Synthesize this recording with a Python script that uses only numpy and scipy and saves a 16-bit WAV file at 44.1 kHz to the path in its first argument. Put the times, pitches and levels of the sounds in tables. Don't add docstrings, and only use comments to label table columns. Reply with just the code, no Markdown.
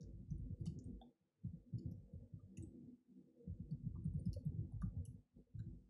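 import sys
import numpy as np
from scipy import signal
from scipy.fft import rfft, irfft, next_fast_len
from scipy.io import wavfile
from scipy.ndimage import uniform_filter1d

SR = 44100
rng = np.random.default_rng(int(sys.argv[2]) if len(sys.argv) > 2 else 0)


def volts_from_decibels(level):
    exponent = np.asarray(level, float) / 20
    return 10 ** exponent


def bounce(signal):
    frames = np.transpose(np.atleast_2d(signal))
    limited = np.clip(frames, -1, 1)
    pcm = np.round(limited * 32767).astype(np.int16)
    wavfile.write(sys.argv[1], SR, pcm)


N = 260013

# (time of the peak [s], level [dB], pitch at the peak [Hz], length scale [ms], sway level [dB])
KEY_KNOCKS = [(0.019, -54, 153.3, 50, -69), (0.045, -54, 100.3, 40, -55), (0.071, -57, 157, 21, -58),
              (0.141, -50.5, 108.8, 32, -53.5), (0.204, -51.5, 121.2, 24, -65.5),
              (0.285, -48.5, 102.6, 20, -50), (0.323, -40, 145.6, 39.4, -49),
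              (0.401, -45, 123.2, 32, -43.5), (0.431, -48, 97.8, 26, -53), (0.507, -43.5, 153, 16.7, -60.5),
              (0.569, -59, 149.2, 9.9, -57), (0.615, -39.5, 109, 27, -56), (0.68, -40, 152.3, 34, -57.5),
              (0.725, -43.5, 160.1, 12, -59.5), (0.762, -48, 137.9, 35, -70),
              (0.815, -61.5, 177, 21, -59.5), (0.862, -44.5, 89, 25, -53.5),
              (0.888, -55.5, 105.3, 37, -51.5), (0.928, -57.5, 69, 64, -53.5),
              (1.214, -75.5, 153, 25, -101), (1.452, -39.5, 138, 18.5, -60.5), (1.542, -49.5, 163, 35, -66),
              (1.574, -62.5, 133, 18, -66), (1.742, -39, 127.5, 33, -67.5), (1.86, -39, 117.5, 27, -61),
              (1.92, -46.5, 154, 25, -60), (1.981, -52, 119.3, 22, -61), (2.013, -59.5, 84, 21, -59.5),
              (2.139, -46.5, 120, 16, -58), (2.185, -59.5, 85, 19, -64), (2.223, -56.5, 121, 36, -68.5),
              (2.341, -45.5, 118, 28, -65.5), (2.438, -54, 106, 37, -66), (2.586, -47.5, 134.5, 18, -59.5),
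              (2.639, -49.5, 121.4, 25, -61), (2.842, -59, 140, 28, -79), (3.478, -42.5, 159.3, 10.8, -59),
              (3.503, -48.5, 88, 67, -57), (3.605, -44.5, 155.3, 22, -53.5), (3.729, -40.5, 147, 52, -58.5),
              (3.81, -59.5, 155.5, 54, -56.5), (3.844, -47, 127, 48, -56), (3.87, -39, 146.2, 26.4, -51),
              (3.947, -43, 99.2, 24.5, -54.5), (3.989, -44.5, 138.3, 25, -59.5), (4.039, -55, 132, 51, -59),
              (4.06, -38.5, 160, 28, -52), (4.094, -44, 107, 14, -49.5), (4.157, -38.5, 144, 41, -59),
              (4.218, -46.5, 129.5, 27, -64), (4.27, -37, 171.3, 24, -43.5), (4.369, -45.5, 88.4, 67, -60),
              (4.44, -56, 95, 32, -57), (4.471, -37.5, 145.6, 45, -59), (4.547, -41, 110, 17, -54.5),
              (4.592, -37.5, 123.6, 40, -52.5), (4.619, -45, 118.6, 8.3, -56),
              (4.674, -53.5, 113, 37, -55.5), (4.743, -44, 119, 49, -49), (4.795, -51.5, 73, 50, -45.5),
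              (4.842, -36.5, 160.6, 19, -48), (4.927, -50.5, 117.8, 12, -66.5),
              (4.971, -40.5, 118.8, 30, -58.5), (5.016, -47, 107.8, 23, -74.5),
              (5.087, -46.5, 117.6, 41, -62.5), (5.148, -52, 139, 22, -65), (5.348, -66.5, 89, 43, -62),
              (5.469, -73, 97, 24, -72.5), (5.557, -44, 114, 33, -54), (5.603, -43.5, 120, 25, -64),
              (5.67, -47.5, 143, 30, -51.5), (5.734, -49.5, 119, 16.5, -56.5),
              (5.811, -68, 128.5, 28, -61.5)]


def evened(x):
    return x / np.sqrt(np.mean(x ** 2) + 1e-30)


def add(mix, s, sound):
    at = round(s * SR)
    sound = sound[max(-at, 0):]
    part = mix[max(at, 0):][:len(sound)]
    part += sound[:len(part)]


def hump(f, hz, width):
    return np.exp(-2 * ((f - hz) / width) ** 2)


def swell(t, rise, order=2):
    u = t / rise
    return (u * np.exp(1 - u)) ** order


def filtered(x, gain):
    size = next_fast_len(len(x) + 8192)
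    return irfft(rfft(x, size) * gain(np.fft.rfftfreq(size, 1 / SR)), size)[:len(x)]


def coloured_noise(gain):
    return evened(filtered(rng.standard_normal(N), gain))


def causal(gain, floor_db=-50):
    log = np.log(gain + gain.max() * volts_from_decibels(floor_db))
    ceps = irfft(log)
    ceps[1:len(log) - 1] *= 2
    ceps[len(log):] = 0
    return gain * np.exp(1j * rfft(ceps).imag)


def hiss(level_db=-96.5):
    # (frequency [Hz], relative level [dB])
    spectrum = [(500, 3.5), (1500, -1), (3000, -3.5), (6000, -5), (9300, -4), (10000, -28.5)]
    hz, db = np.transpose(spectrum)
    return volts_from_decibels(level_db) * coloured_noise(lambda f: volts_from_decibels(np.interp(f, hz, db)))


def stirred(rise_s=0.0064, fall_db_per_s=121):
    stir, after = np.zeros(N), np.arange(SR // 2) / SR
    for s, db, *_ in KEY_KNOCKS:
        add(stir, s - rise_s, np.minimum(after / rise_s, 1) * volts_from_decibels(db - fall_db_per_s * after))
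    return stir


def drone(patchy_db=4.0, patch_hz=7.0, bed_db=-16, lumpy_db=3.0, lump_hz=16.0):
    # (time [s], low part level [dB], middle part against low [dB], top part against low [dB])
    course = [(0.0, -65.5, -3, -35.5), (0.284, -67, -26.5, -32.5), (0.419, -66.5, -20, -44),
              (0.551, -66.5, -4.5, -34), (0.758, -59, -23.5, -31.5), (0.97, -64, -13.5, -38),
              (1.029, -63, -11.5, -19), (1.121, -71.5, -7, -23), (1.17, -85, -8.5, -15.5),
              (1.411, -84.5, -5.5, -24.5), (1.45, -66.5, -22, -32.5), (1.6, -69, -6, -23.5),
              (1.77, -55, -25.5, -50.5), (1.92, -66, -10.5, -22.5), (2.2, -81.5, 1, -19.5),
              (2.36, -62.5, -16, -36), (2.43, -75, -3.5, -28), (2.53, -62.5, -21, -34),
              (2.78, -58.5, -21, -35), (2.93, -60.5, -19, -38), (3.04, -71.5, -23.5, -30),
              (3.18, -60.5, -23.5, -39), (3.4, -69.5, 0, -28), (3.87, -60, -28, -41), (4.2, -65.5, -8, -32),
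              (4.32, -58, -19, -39.5), (4.42, -66.5, -9, -25), (4.571, -63.5, -18.5, -35),
              (4.8, -66, -18, -20.5), (5.01, -72.5, -1, -19), (5.09, -62.5, -11, -37),
              (5.3, -82.5, -16, -15.5), (5.37, -64.5, -20.5, -35.5), (5.45, -80.5, -6.5, -24.5),
              (5.561, -68.5, -21.5, -35), (5.9, -71.5, -19, -31)]
    # (frequency [Hz], width [Hz], level within its part before levelling [dB])
    hollows = [(147, 14, -9), (189.6, 6, -3), (243, 29, 2), (328.2, 30, -6), (371.5, 66, -15.5),
               (435.4, 19, -4), (475, 27, 1), (472, 21, -6.5), (530.6, 43, -3.5), (602, 35, -16.5),
               (690, 54, 2.5), (802, 33, -1), (861, 56, -5)]
    s, low_db, middle_db, top_db = np.transpose(course)
    t = np.arange(N) / SR
    parts = np.zeros((3, N))
    for hz, width, db in hollows:
        ring = coloured_noise(lambda f: 1 / (1 + ((f - hz) / width) ** 2) ** 2)
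        patch = coloured_noise(lambda f: hump(f, 0, patch_hz))
        part = int(hz > 410) + int(hz > 650)
        parts[part] += volts_from_decibels(db + patchy_db * patch) * ring
    parts[0] += volts_from_decibels(bed_db) * coloured_noise(lambda f: hump(f, 87, 61))
    parts /= np.sqrt(uniform_filter1d(parts ** 2, 8000, axis=1)) + 1e-12
    parts *= volts_from_decibels(lumpy_db * coloured_noise(lambda f: hump(f, 0, lump_hz)))
    stir = stirred()
    out = np.zeros(N)
    stir_levels_db = (-24, -44.5, -61)
    for part, db, stir_db in zip(parts, (0, middle_db, top_db), stir_levels_db):
        out += part * np.hypot(volts_from_decibels(np.interp(t, s, low_db + db)), volts_from_decibels(stir_db) * stir)
    return out


def knocks(glide=0.11, rise_share=0.42, rumble_db=-8, rumble_rise_s=0.018, rumble_hz=100, stiff_hz=58):
    # (frequency [Hz], width [Hz], gain [dB])
    top_modes = [(80.8, 19, 4), (101.2, 9.9, 3.5), (133, 24, -3.5), (160, 66, 5), (185.6, 37, 4)]
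    out, t = np.zeros(N), np.arange(8820) / SR
    for s, db, hz, ms, _ in KEY_KNOCKS:
        rise = rise_share * ms / 1000
        from_peak = t - rise
        turns = hz * from_peak * (1 - glide * np.tanh(from_peak / rise)) + rng.random()
        add(out, s - rise, volts_from_decibels(db) * swell(t, rise, order=4) * np.cos(2 * np.pi * turns))
        noise = rng.standard_normal(len(t))
        rumble = evened(filtered(noise, lambda f: hump(f, rumble_hz, 76)))
        add(out, s, volts_from_decibels(db + rumble_db) * swell(t, rumble_rise_s) * rumble)
    out = filtered(out, lambda f: volts_from_decibels(sum(db * hump(f, hz, w) for hz, w, db in top_modes)))
    return filtered(out, lambda f: 1 / (1 + (stiff_hz / (f + 1)) ** 6))


def sway(sway_hz=52.5, rise_s=0.045):
    out, t = np.zeros(N), np.arange(8820) / SR
    for s, *_, db in KEY_KNOCKS:
        turns = sway_hz * t + rng.random()
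        add(out, s - .02, volts_from_decibels(db) * swell(t, rise_s, order=3) * np.sin(2 * np.pi * turns))
    return out


def muffled(x, muffle_hz=450):
    return filtered(x, lambda f: 1 / (1 + (f / muffle_hz) ** 4))


def tick_shape(t, tick_s=0.0018, echo_s=0.0077, echo_db=-4, tail_db=-11, tail_t60=0.24):
    shape = swell(np.maximum(t, 0), tick_s)
    shape += volts_from_decibels(echo_db) * swell(np.maximum(t - echo_s, 0), tick_s)
    fade_in = np.clip(t / 0.00067, 0, 1)
    fade_out = np.clip((.13 - t) / 0.042, 0, 1)
    return shape + volts_from_decibels(tail_db - 60 * t / tail_t60) * fade_in * fade_out


def struck(hits, snap_db=17, boost_db=5, patches_low_hz=1700, uneven_db=7, narrow=0.65, thin_db=5, thin_width=300):
    # (frequency [Hz], width in the comb [Hz], gain [dB])
    deck_modes = [(1200, 150, 14.5), (1960, 87, 8), (2920, 220, 18), (3686, 350, 20.5), (4540, 500, 21.5),
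                  (5094, 120, 14.5), (5610, 640, 15.5), (6500, 550, 15), (7060, 410, 18), (7850, 320, 15.5),
                  (8440, 990, 16.5), (9490, 730, 16), (10060, 790, 20.5), (11150, 800, 23.5),
                  (12100, 740, 21.5)]
    size = 8192
    out, t, f = np.zeros(N), np.arange(size) / SR - .01, np.fft.rfftfreq(size, 1 / SR)
    comb = volts_from_decibels(sum(db * hump(f, hz, w) for hz, w, db in deck_modes))
    bands = np.array([volts_from_decibels(db) * hump(f, hz, narrow * w) for hz, w, db in deck_modes])
    bands /= 1 + (patches_low_hz / (f + 1)) ** 6
    shape = tick_shape(t)
    snap = volts_from_decibels(snap_db) * (np.arange(size) == round(.012 * SR))
    for s, db, hz, spread, patches_db, thin_hz in hits:
        share = volts_from_decibels(uneven_db * rng.standard_normal(len(deck_modes)))
        patches = evened(share @ bands) + volts_from_decibels(thin_db) * evened(hump(f, thin_hz, thin_width))
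        main = evened(comb * hump(f, hz, 0.52 * spread))
        colour = volts_from_decibels(db) * main + volts_from_decibels(patches_db) * patches
        burst = rng.standard_normal(size) * shape + snap
        add(out, s - .0125, volts_from_decibels(boost_db) * irfft(rfft(burst) * causal(colour)))
    return out


def clicks():
    # (time [s], level [dB], main band centre [Hz],
    # main band spread before narrowing [Hz], level of the patchy bands [dB], narrow band centre [Hz])
    cap_clicks = [(0.01, -77.5, 5800, 3120, -93.5, 3820), (0.031, -79.5, 5760, 3040, -102, 1630),
                  (0.306, -78.5, 6010, 690, -102, 4930), (0.382, -93, 9230, 450, -105, 8560),
                  (0.604, -93, 10680, 508, -108, 4730), (0.658, -69, 6500, 6200, -90.5, 2170),
                  (0.666, -69, 5050, 4100, -79, 2910), (0.79, -75, 6180, 2600, -95.5, 7100),
                  (0.842, -83, 8600, 1030, -100, 7000), (1.014, -73.5, 3373, 440, -100, 1580),
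                  (1.785, -77, 4980, 1490, -89, 6910), (1.915, -87.5, 5750, 1780, -97.5, 11790),
                  (2.13, -100, 11150, 370, -108, 8750), (2.572, -70.5, 6400, 1800, -81, 2730),
                  (2.575, -76, 9450, 5590, -88, 1994), (2.626, -71, 8330, 1870, -90.5, 10650),
                  (3.711, -86.5, 4480, 990, -97.5, 5230), (4.045, -83, 8850, 541, -100, 1330),
                  (4.137, -92.5, 8800, 612, -100, 875), (4.196, -79.5, 9010, 551, -98.5, 9700),
                  (4.257, -80, 5140, 690, -90.5, 9370), (4.332, -73, 5600, 2420, -76, 4400),
                  (4.34, -78, 9810, 4800, -95, 2806), (4.451, -88, 8500, 870, -96.5, 11440),
                  (4.723, -95, 9820, 444, -105, 8770), (4.816, -80, 10260, 1800, -91, 6500),
                  (4.817, -90.5, 4580, 400, -93.5, 5600), (5.053, -68.5, 10420, 2400, -85, 7850),
                  (5.055, -78, 6100, 1414, -91.5, 2890), (5.593, -83.5, 4030, 454, -92.5, 7200)]
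    return struck(cap_clicks)


def low_clicks():
    # (time [s], level [dB], band centre [Hz],
    # band spread before narrowing [Hz])
    hollow_clicks = [(0.501, -77, 497, 197), (0.551, -83, 504, 201), (0.66, -77.5, 713, 440),
                     (0.662, -87, 1200, 250), (1.014, -65.5, 720, 250), (1.961, -83, 525, 202),
                     (2.303, -85, 524, 200), (2.393, -87, 1240, 300), (3.36, -74, 500, 160),
                     (3.4, -76, 489, 120), (3.956, -75, 1010, 370), (4.364, -58.5, 541, 176),
                     (4.723, -79, 776, 504), (4.817, -73, 748, 500), (4.821, -62.5, 1390, 833),
                     (5.468, -72, 485, 146), (5.593, -77, 1536, 420)]
    return struck([row + (-200, 1000) for row in hollow_clicks])


def scene():
    return (drone() + muffled(knocks() + sway()) + clicks() + low_clicks())[None]


def gated(x, noise, open_db=-69, knee_db=2.0, shut_hz=4000, shut_db=-5, memory_s=0.012):
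    keep = np.exp(-1 / (memory_s * SR))
    power = signal.lfilter([1 - keep], [1, -keep], x ** 2)
    level_db = 10 * np.log10(power + 1e-14)
    gate = 1 / (1 + np.exp((open_db - level_db) / knee_db))
    gate = uniform_filter1d(gate, size=200, axis=1)
    dull = filtered(noise, lambda f: 1 / (1 + (f / shut_hz) ** 2))
    return x * volts_from_decibels(shut_db * (1 - gate)) + gate * noise + (1 - gate) * dull


def band_limit(x):
    return signal.sosfilt(signal.butter(12, 11950, fs=SR, output="sos"), x)


def record(dry):
    low_cut = signal.butter(4, 42, "high", fs=SR, output="sos")
    cut = signal.sosfilt(low_cut, dry)
    mix = gated(cut, hiss())
    return band_limit(mix)


dry = scene()
out = record(dry)
bounce(out)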